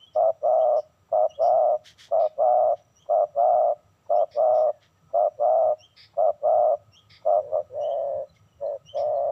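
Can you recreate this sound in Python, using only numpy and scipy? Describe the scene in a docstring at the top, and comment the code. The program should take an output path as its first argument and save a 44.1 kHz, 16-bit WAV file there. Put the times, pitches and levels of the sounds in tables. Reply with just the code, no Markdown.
"""Distant traffic hums and an insect sings throughout, on open ground. Right away a spotted dove close by
bows and coos seven short-long pairs of notes, each a hollow tone that its throat chops into about a
hundred swells a second. Meanwhile small birds chirp and scold in the bushes and dry litter rustles.
After seven seconds the traffic is a little louder, and the dove gives three quick notes,
then ends with softer coos: long, short, long."""
import sys
import numpy as np
from scipy import signal
from scipy.fft import rfft, irfft, next_fast_len
from scipy.io import wavfile
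from scipy.ndimage import uniform_filter1d, map_coordinates

SR = 44100
rng = np.random.default_rng(int(sys.argv[2]) if len(sys.argv) > 2 else 0)


def digitize_waveform(pressure):
    """Quantize a signal to 16-bit integers and store it at the path in sys.argv[1].

    Rows of a 2-D input are taken as channels; values are limited to [-1, 1].
    """
    field = np.atleast_2d(pressure).T
    bounded = np.clip(field, -1, 1)
    quanta = np.round(bounded * 32767).astype(np.int16)
    wavfile.write(sys.argv[1], SR, quanta)


N = 410571


def amp(db):
    """Turn decibels into a number to multiply by."""
    return 10 ** (np.asarray(db) / 20)


def unit(x):
    """Scale a sound so that its average level (rms) is 1."""
    return x / np.sqrt(np.mean(x ** 2) + 1e-20)


def along(points, hz):
    """Read between (Hz, value) points, with octaves evenly spaced."""
    freqs, values = np.transpose(points)
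    return np.interp(np.log(hz + 1), np.log(freqs + 1), values)


def add(out, start, x):
    """Mix x into out at a time in seconds, with softened ends."""
    now = round(start * SR) + np.arange(len(x))
    inside = (now >= 0) & (now < len(out))
    soft_ends = signal.windows.tukey(inside.sum(), min(SR / 125 / inside.sum(), 1))
    out[now[inside]] += x[inside] * soft_ends


def wobble(rate, size):
    """A smooth random curve through `rate` new values a second."""
    values = rng.standard_normal(int(size * rate / SR) + 4)
    return map_coordinates(values, [np.arange(size) * rate / SR])


def filtered(x, response):
    """Turn each frequency up or down by response(hz)."""
    size = next_fast_len(len(x) + 8192)
    return irfft(rfft(x, size) * response(np.fft.rfftfreq(size, 1 / SR)), size)[:len(x)]


def noise(spectrum):
    """Noise shaped by (Hz, dB) points, at level 1."""
    return unit(filtered(rng.standard_normal(N), lambda hz: amp(along(spectrum, hz))))


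def narrow(centre_hz, width_hz):
    """Noise gathered around one frequency, at level 1."""
    white = rng.standard_normal(N)
    return unit(filtered(white, lambda hz: 1 / (1 + ((hz - centre_hz) / width_hz) ** 2) ** 2))


def span(start, length, margin_s=.06):
    """Seconds since a sound's start, with room on both sides for its fades."""
    return np.arange(round((start - margin_s) * SR), round((start + length + margin_s) * SR)) / SR - start


def envelope(t, length, attack_s, release_s):
    """Fade in (attack), hold and fade out (release), passing half height at 0 and at length."""
    return (1 + np.tanh(t / attack_s / 2)) * (1 + np.tanh((length - t) / release_s / 2)) / 4


def uneven(x, depth_db, count=110):
    """Give a sound its own chance peaks and dips from bass to treble."""
    gain = unit(amp(depth_db * rng.standard_normal(count)))
    return filtered(x, lambda hz: np.interp(hz, np.linspace(0, SR / 2, count), gain))


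# How loud the traffic is. Each row: time in seconds, level in dB.
TRAFFIC_LEVELS = [(0, -65), (3, -65.5), (6.3, -64.5), (7.3, -61.5), (9.31, -60.5)]
# The tone of the traffic and of the air. Each row: frequency in Hz, relative level in dB.
TRAFFIC_SPECTRUM = [(15, -47), (25, -19), (32, -21), (43, -24.5), (73, -2.5), (102, 5.5), (135, -5),
                    (162, 0.5), (210, -20), (260, -22.5), (340, -47), (570, -120)]
AIR_SPECTRUM = [(120, -14.5), (200, -2), (280, -5), (620, -3.5), (1000, -7), (1600, -13), (2500, -15.5),
                (3100, -16), (4200, -20), (6500, -25), (7600, -17), (8600, -33.5), (11000, -29.5),
                (15000, -27.5)]
def background(air_db=-69, insect_db=-82, ring_db=-11):
    """Far traffic hums, air hisses and an insect holds a thin note; a faint ring sounds near 1265 Hz."""
    road_db = np.interp(np.arange(N) / SR, *np.transpose(TRAFFIC_LEVELS))
    ring = narrow(centre_hz=1265, width_hz=80) * unit(amp(3 * wobble(7, N)))
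    insect = narrow(centre_hz=5820, width_hz=85) * unit(amp(3 * wobble(2, N) + 2 * wobble(9, N)))
    hum = amp(road_db + 3.8 * wobble(25, N)) * noise(TRAFFIC_SPECTRUM)
    air = amp(air_db + .27 * wobble(1.6, N)) * noise(AIR_SPECTRUM)
    return hum + amp(road_db + ring_db) * ring + air + amp(insect_db) * insect


# How long the bushes echo. Each row: frequency in Hz, seconds to fade by 60 dB.
ECHO_TIMES = [(300, 0.31), (700, 0.36), (3000, 0.44), (10000, 0.017)]
def bush_echoes(x):
    """The bushes scatter sound into echoes that die sooner in the treble."""
    hz, t, bands = signal.stft(rng.standard_normal(SR // 2), SR, nperseg=256)
    tail = signal.istft(bands * amp(-60 * t / along(ECHO_TIMES, hz)[:, None]), SR, nperseg=256)[1]
    return signal.fftconvolve(x, tail / np.linalg.norm(tail))[:N]


# Far birds' peeps. Each row: start in seconds, length in seconds, pitch in Hz, level in dB.
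FAR_PEEPS = [(2.16, 0.025, 1850, -65), (8.36, 0.017, 2150, -57), (4.651, 0.064, 1860, -64.5),
             (4.73, 0.1, 1710, -71.5), (4.94, .06, 1810, -74), (8.259, 0.084, 4030, -67.5),
             (8.423, 0.21, 2944, -73.5), (8.654, 0.054, 4040, -64.5), (9.151, 0.033, 4170, -62)]
def peeps(fall=.03):
    """Farther birds whistle thin, unsteady peeps that fall a little in pitch."""
    out = np.zeros(N)
    for start, length, pitch_hz, db in FAR_PEEPS:
        position = np.linspace(-1, 1, round(length * SR))
        level = amp(db) * (1 - position ** 2) * unit(amp(7.4 * wobble(90, len(position))))
        hz = pitch_hz * (1 - fall * position + .012 * wobble(300, len(position)))
        add(out, start, level * np.sin(2 * np.pi * np.cumsum(hz) / SR))
    return out


# Rustles. Each row: start in seconds, length in seconds, level in dB, Hz above which it is dulled.
LITTER_SCUFFS = [(1.852, .062, -49, 14000), (1.987, .078, -48.5, 14000), (2.765, .035, -60.5, 4500),
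                 (4.817, 0.046, -55, 3450), (8.346, .035, -66, 12000)]
# The tone of dry litter. Each row: frequency in Hz, relative level in dB.
LITTER_SPECTRUM = [(500, -22), (1100, -18.5), (1900, -1), (2600, -11.5), (3200, 2.5), (4000, -5.5),
                   (6000, -7), (8000, -18.5), (11000, -25.5), (15000, -27.5)]
def scuffs(crackle_db=2):
    """Dry stalks and leaves crackle in clumps of tiny grains."""
    out = np.zeros(N)
    grains = unit(amp(crackle_db * wobble(700, N))) * noise(LITTER_SPECTRUM)
    for start, length, db, dull_hz in LITTER_SCUFFS:
        t = span(start, length)
        now = np.round((start + t) * SR).astype(int)
        stroke = envelope(t, length, attack_s=.0053, release_s=.014) * grains[now]
        dulled = filtered(stroke, lambda hz: 1 / np.sqrt(1 + (hz / dull_hz) ** 4))
        add(out, start + t[0], amp(db) * dulled)
    return out


# Harsh calls. 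Each row: start and length in seconds, low buzz level in dB, high buzz level in dB,
# centre of the high buzz in Hz, hoarse tone level in dB.
SCOLD_CALLS = [(0.139, 0.028, -71, -62, 5260, -65.5), (0.766, .046, -76.5, -57.5, 5330, -67.5),
               (1.418, 0.07, -76.5, -55, 5300, -63), (2.196, .088, -60.5, -61, 4780, -70.5),
               (4.314, .06, -62, -56, 4980, -79), (4.542, .085, -67, -63, 5380, -80.5),
               (5.968, 0.09, -55.5, -52.5, 4800, -71.5), (7.1, .078, -54.5, -55, 4820, -77.5),
               (8.97, .048, -58.5, -54, 5150, -65.5)]
# The tone of the two buzzes. Each row: frequency in Hz, relative level in dB.
LOW_BUZZ = [(1300, -35), (1700, -5), (2100, 1), (2500, -4), (2750, -18), (3000, -16), (3250, -2), (3650, 2),
            (3950, -5), (4300, -22), (5500, -50)]
HIGH_BUZZ = [(3200, -43.5), (4200, -7), (4500, -1), (4750, -0.5), (5050, 3.5), (5500, -1), (6000, -23.5),
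             (8000, -28.5), (15000, -43)]
def scolds(rest_hz=5000):
    """Small birds scold: a low buzz that stays put and a high one set by the beak, over a hoarse tone."""
    out = np.zeros(N)
    low = noise(LOW_BUZZ)
    high = signal.hilbert(noise(HIGH_BUZZ), next_fast_len(N))  # a form that can slide in frequency
    hoarse = narrow(centre_hz=3000, width_hz=160)
    for start, length, low_db, high_db, centre_hz, hoarse_db in SCOLD_CALLS:
        t = span(start, length)
        now = np.round((start + t) * SR).astype(int)
        beak = amp(high_db) * np.real(high[now] * np.exp(2j * np.pi * (centre_hz - rest_hz) * t))
        beak *= envelope(t, length, attack_s=.0033, release_s=.011)
        body = amp(low_db) * low[now] + amp(hoarse_db) * hoarse[now]
        body *= envelope(t, length, attack_s=.002, release_s=.0061)
        add(out, start + t[0], uneven(body + beak, depth_db=2))
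    return out


# Small birds' chirps. Each row: start and length in seconds, main tone's final level in dB,
# octave's opening level in dB, first and last pitch in Hz, final pitch shake as a share of the pitch.
BIRD_CHIRPS = [(-.03, 0.083, -52, -75.5, 2950, 3087, .012), (.052, 0.032, -54.5, -78.5, 3050, 3310, .015),
               (.595, 0.038, -57.5, -73, 2900, 3160, 0.044), (1.3, 0.024, -48, -53.5, 2900, 2870, .015),
               (1.329, .035, -55, -67, 3000, 3310, 0.023), (2.963, 0.077, -62.5, -57.5, 2860, 3160, .03),
               (4.16, .068, -62, -62, 2640, 3160, 0.033), (5.795, 0.068, -52, -55.5, 2756, 3180, .022),
               (6.931, .065, -53, -56.5, 2740, 3205, 0.039), (7.812, 0.065, -49, -60, 2860, 2996, 0.016),
               (7.897, 0.034, -52, -66.5, 3165, 3100, 0.026), (8.863, 0.057, -47, -58, 2843, 3086, 0.0098),
               (8.946, .035, -54, -60, 3040, 3250, 0.046)]
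def chirps(third_db=-38, fourth_db=-28, grow_db=8, thin_db=16, slide_at=.42, steepness=13):
    """Small birds whistle ragged, mostly rising slides; the octave above gives way to the main tone."""
    out = np.zeros(N)
    for start, length, db, octave_db, first_hz, last_hz, last_shake in BIRD_CHIRPS:
        t = span(start, length)
        slide = (1 + np.tanh(steepness * (t / length - slide_at) / 2)) / 2
        shake = .012 + (last_shake - .012) * slide  # the voice breaks up at the top
        pitch_hz = (first_hz + (last_hz - first_hz) * slide) * (1 + shake * wobble(700, len(t)))
        phase = 2 * np.pi * np.cumsum(pitch_hz) / SR
        ragged = unit(amp(2.8 * wobble(350, len(t))))
        level = np.sqrt(2) * ragged * envelope(t, length, attack_s=.005, release_s=.004)
        main = amp(db - grow_db * (1 - slide)) * (np.sin(phase) + amp(third_db) * np.sin(3 * phase))
        octave = amp(octave_db - thin_db * slide) * (np.sin(2 * phase) + amp(fourth_db) * np.sin(4 * phase))
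        add(out, start + t[0], level * (main + octave))
    return out


# When the dove bows, in seconds.
BOW_TIMES = [1.095, 2.09, 3.066, 4.068, 5.112, 6.144, 7.225]
def bow_ticks(level_db=-58, length_s=.031):
    """A soft, dull tick as the dove bows into its call."""
    touch = np.zeros(N)
    for moment in BOW_TIMES:
        add(touch, moment - length_s / 2, np.hanning(round(length_s * SR)))
    return amp(level_db) * touch * narrow(centre_hz=800, width_hz=450)


# The tone of the thump that opens a note. Each row: frequency in Hz, relative level in dB.
THUMP_SPECTRUM = [(20, -5.5), (45, -4.5), (150, -8.5), (330, -2), (500, -11), (900, -39)]
def onset_thumps(notes, relative_db=-42, length_s=.043):
    """A soft, low thump opens each note; louder notes thump harder."""
    pulses = np.zeros(N)
    for start, _, db, *_ in notes:
        add(pulses, start - length_s / 2, amp(db + relative_db) * np.hanning(round(length_s * SR)))
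    return pulses * noise(THUMP_SPECTRUM)


def throat_swells(t, rate, detune_hz, first_s=.004, swell_s=.00205, jitter_s=.0003, limp_s=.00022):
    """Overlapping swells, each out of step with the last, split a tone into several that beat together."""
    beats = np.nonzero(np.diff(np.floor((t - first_s) * rate)))[0]
    late, slip, size = rng.standard_normal((100, 3))[:len(beats)].T
    limp = limp_s * (-1) ** np.arange(len(beats))  # long and short gaps take turns
    moments = t[beats] + jitter_s * late + limp
    swells = 1 / np.cosh((t - moments[:, None]) / swell_s)
    turn = 2 * np.pi * np.cumsum(detune_hz)[beats] / SR + .6 * (slip + .5 * np.cumsum(slip))
    flutter = (amp(.6 * size) * np.exp(1j * turn)) @ swells  # holds both loudness and phase
    flow = uniform_filter1d(uniform_filter1d(np.abs(flutter) ** 2, size=700), size=700)
    return flutter / np.sqrt(np.abs(flow) + 1e-9)  # the air flow stays even


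# The tone of air in the throat, of the band that hard coos spill into, and of the puffed neck,
# which gives off little bass. Each row: frequency in Hz, relative level in dB.
BREATH_SPECTRUM = [(250, -36.5), (400, -16.5), (600, -20), (830, 12.5), (1000, 5.5), (1150, -19.5),
                   (1400, -31.5), (2500, -60)]
STRAIN_SPECTRUM = [(700, -35.5), (900, -5.5), (1100, 12), (1260, 0), (1380, -8.5), (1500, -14), (1650, -36),
                   (2500, -62)]
NECK_RESPONSE = [(200, -27.5), (330, -3), (430, -7.5), (520, -2.5), (700, 0.5), (830, 3), (1000, 5.5)]
# The dove's notes. Each row: start and length in seconds, level in dB before the neck shapes it,
# attack and release in seconds, pitch it rises toward in Hz, size of that rise in Hz,
# strongest tone in Hz, swells per second, fade by the end in dB (below zero it grows).
DOVE_NOTES = [ (0.159, 0.15, -19, 0.0025, 0.0029, 670, 55.3, 653, 106, -0.5),
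              (0.438, 0.36, -19, .006, 0.0041, 662, 85.1, 614, 121, 1),
              (1.125, .141, -19.5, 0.0029, 0.0032, 671.5, 55.8, 626, 104, -1.5),
              (1.401, 0.36, -18.5, .007, 0.0053, 673.3, 95, 601, 121, 2),
              (2.12, 0.15, -19.3, .0032, 0.0037, 664.3, 55, 616, 101, 0),
              (2.392, 0.35, -18.5, .006, 0.0044, 676.2, 90, 595.7, 121, 1.9),
              (3.098, 0.15, -19, .004, .0035, 666.6, 55, 611, 101, -0.5),
              (3.371, 0.36, -18.5, .007, 0.0052, 676.4, 84.5, 597.4, 120, 2.5),
              (4.102, .14, -19, .003, .004, 664.3, 55.2, 587.6, 102, 0),
              (4.372, .335, -18.5, 0.0078, .004, 661, 85.4, 621.7, 119, 1.5),
              (5.143, .14, -19, .0036, 0.0033, 663.4, 55.3, 590.6, 98.5, 0),
              (5.405, 0.33, -19, .007, .005, 672, 100.2, 632.7, 118, 1.1),
              (6.179, 0.13, -19, .004, .0035, 665, 55, 610, 98, -1),
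              (6.44, 0.31, -18.5, .007, 0.0046, 665, 84.1, 605.4, 115, 0.9),
              (7.261, .14, -18.5, .004, .007, 659, 55.3, 600.7, 97, -0.5),
              (7.4, .125, -35.5, 0.0025, .006, 560, 29.4, 543, 120, 3.5),
              (7.53, 0.084, -19, 0.011, .008, 624, 34.55, 612, 86, 7),
              (7.757, 0.48, -25, 0.022, 0.0088, 620, 57, 550.6, 130, 3),
              (8.62, 0.15, -25.5, 0.0059, 0.0039, 603, 35, 554.3, 105, 5.5),
              (8.953, 0.64, -23.5, 0.0061, .007, 622.6, 40.5, 575, 131, -1.5)]
def dove(octave_db=-8, third_db=-50, breath_db=-33, strain_db=-11.5, push_db=-23, push_width_db=2.6,
         rise_s=.029, droop_hz=56, wander_hz=30, settle_s=.38, rasp_rest_hz=628):
    """Coos through a closed beak: a hollow, arching tone that gains an octave and a rasp when pushed."""
    voice, octave, pressure, strain = np.zeros((4, N))
    rasp = signal.hilbert(noise(STRAIN_SPECTRUM), next_fast_len(N))
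    for start, length, db, attack_s, release_s, top_hz, rise_hz, strongest_hz, rate, fade_db in DOVE_NOTES:
        t = span(start, length)
        spent = np.clip(t / length, 0, 1) ** 2.5  # pitch and level sink as the air runs out
        effort_db = db - fade_db * spent
        level = amp(effort_db) * envelope(t, length, attack_s, release_s)
        pitch_hz = top_hz - rise_hz * np.exp(-np.maximum(t, -attack_s) / rise_s) - droop_hz * spent
        # The strongest tone wanders at first, settles, and partly follows the pitch.
        drift_hz = wander_hz * np.exp(-t / settle_s) * wobble(35, SR)[:len(t)]
        follow_hz = .55 * (pitch_hz - np.median(pitch_hz))
        flutter = throat_swells(t, rate, detune_hz=strongest_hz + drift_hz + follow_hz - pitch_hz)
        swelling = level * np.abs(flutter)
        phase = 2 * np.pi * np.cumsum(pitch_hz) / SR + np.angle(flutter)
        hard = 1 / (1 + np.exp((push_db - effort_db) / push_width_db))  # 0 is gentle, 1 is pushed hard
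        hollow = np.sin(phase) + amp(third_db) * (1 - hard) * np.sin(3 * phase)
        shift = np.exp(2j * np.pi * 1.9 * np.cumsum(pitch_hz - rasp_rest_hz) / SR)  # rides on the pitch
        now = np.round((start + t) * SR).astype(int)
        riding_rasp = np.real(np.take(rasp, now, mode="wrap") * shift)
        rasp_level = hard * np.sqrt(amp(effort_db) * level) * (swelling + level) / 2
        add(voice, start + t[0], np.sqrt(2) * swelling * hollow)
        add(octave, start + t[0], hard * level * swelling * np.sin(2 * phase))
        add(pressure, start + t[0], swelling)
        add(strain, start + t[0], rasp_level * riding_rasp)
    breath = amp(breath_db) * pressure * noise(BREATH_SPECTRUM)
    tone = filtered(voice + breath, lambda hz: amp(along(NECK_RESPONSE, hz)))
    overtone = amp(octave_db) * filtered(octave, lambda hz: amp(along(STRAIN_SPECTRUM, hz)))
    return tone + overtone + amp(strain_db) * strain


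def scene():
    """The dove is near and has little echo; the small birds sit deep in the bushes."""
    near = dove() + onset_thumps(DOVE_NOTES) + bow_ticks() + scuffs()
    far = chirps() + peeps() + scolds()
    echoes = bush_echoes(amp(-30.5) * near + amp(-13.5) * far)
    return (near + far + echoes + background())[None]


def record(dry, top_hz=15500):
    """Cut off the very highest treble."""
    return np.array([filtered(x, lambda hz: hz < top_hz) for x in dry])


dry = scene()
out = record(dry)
digitize_waveform(out)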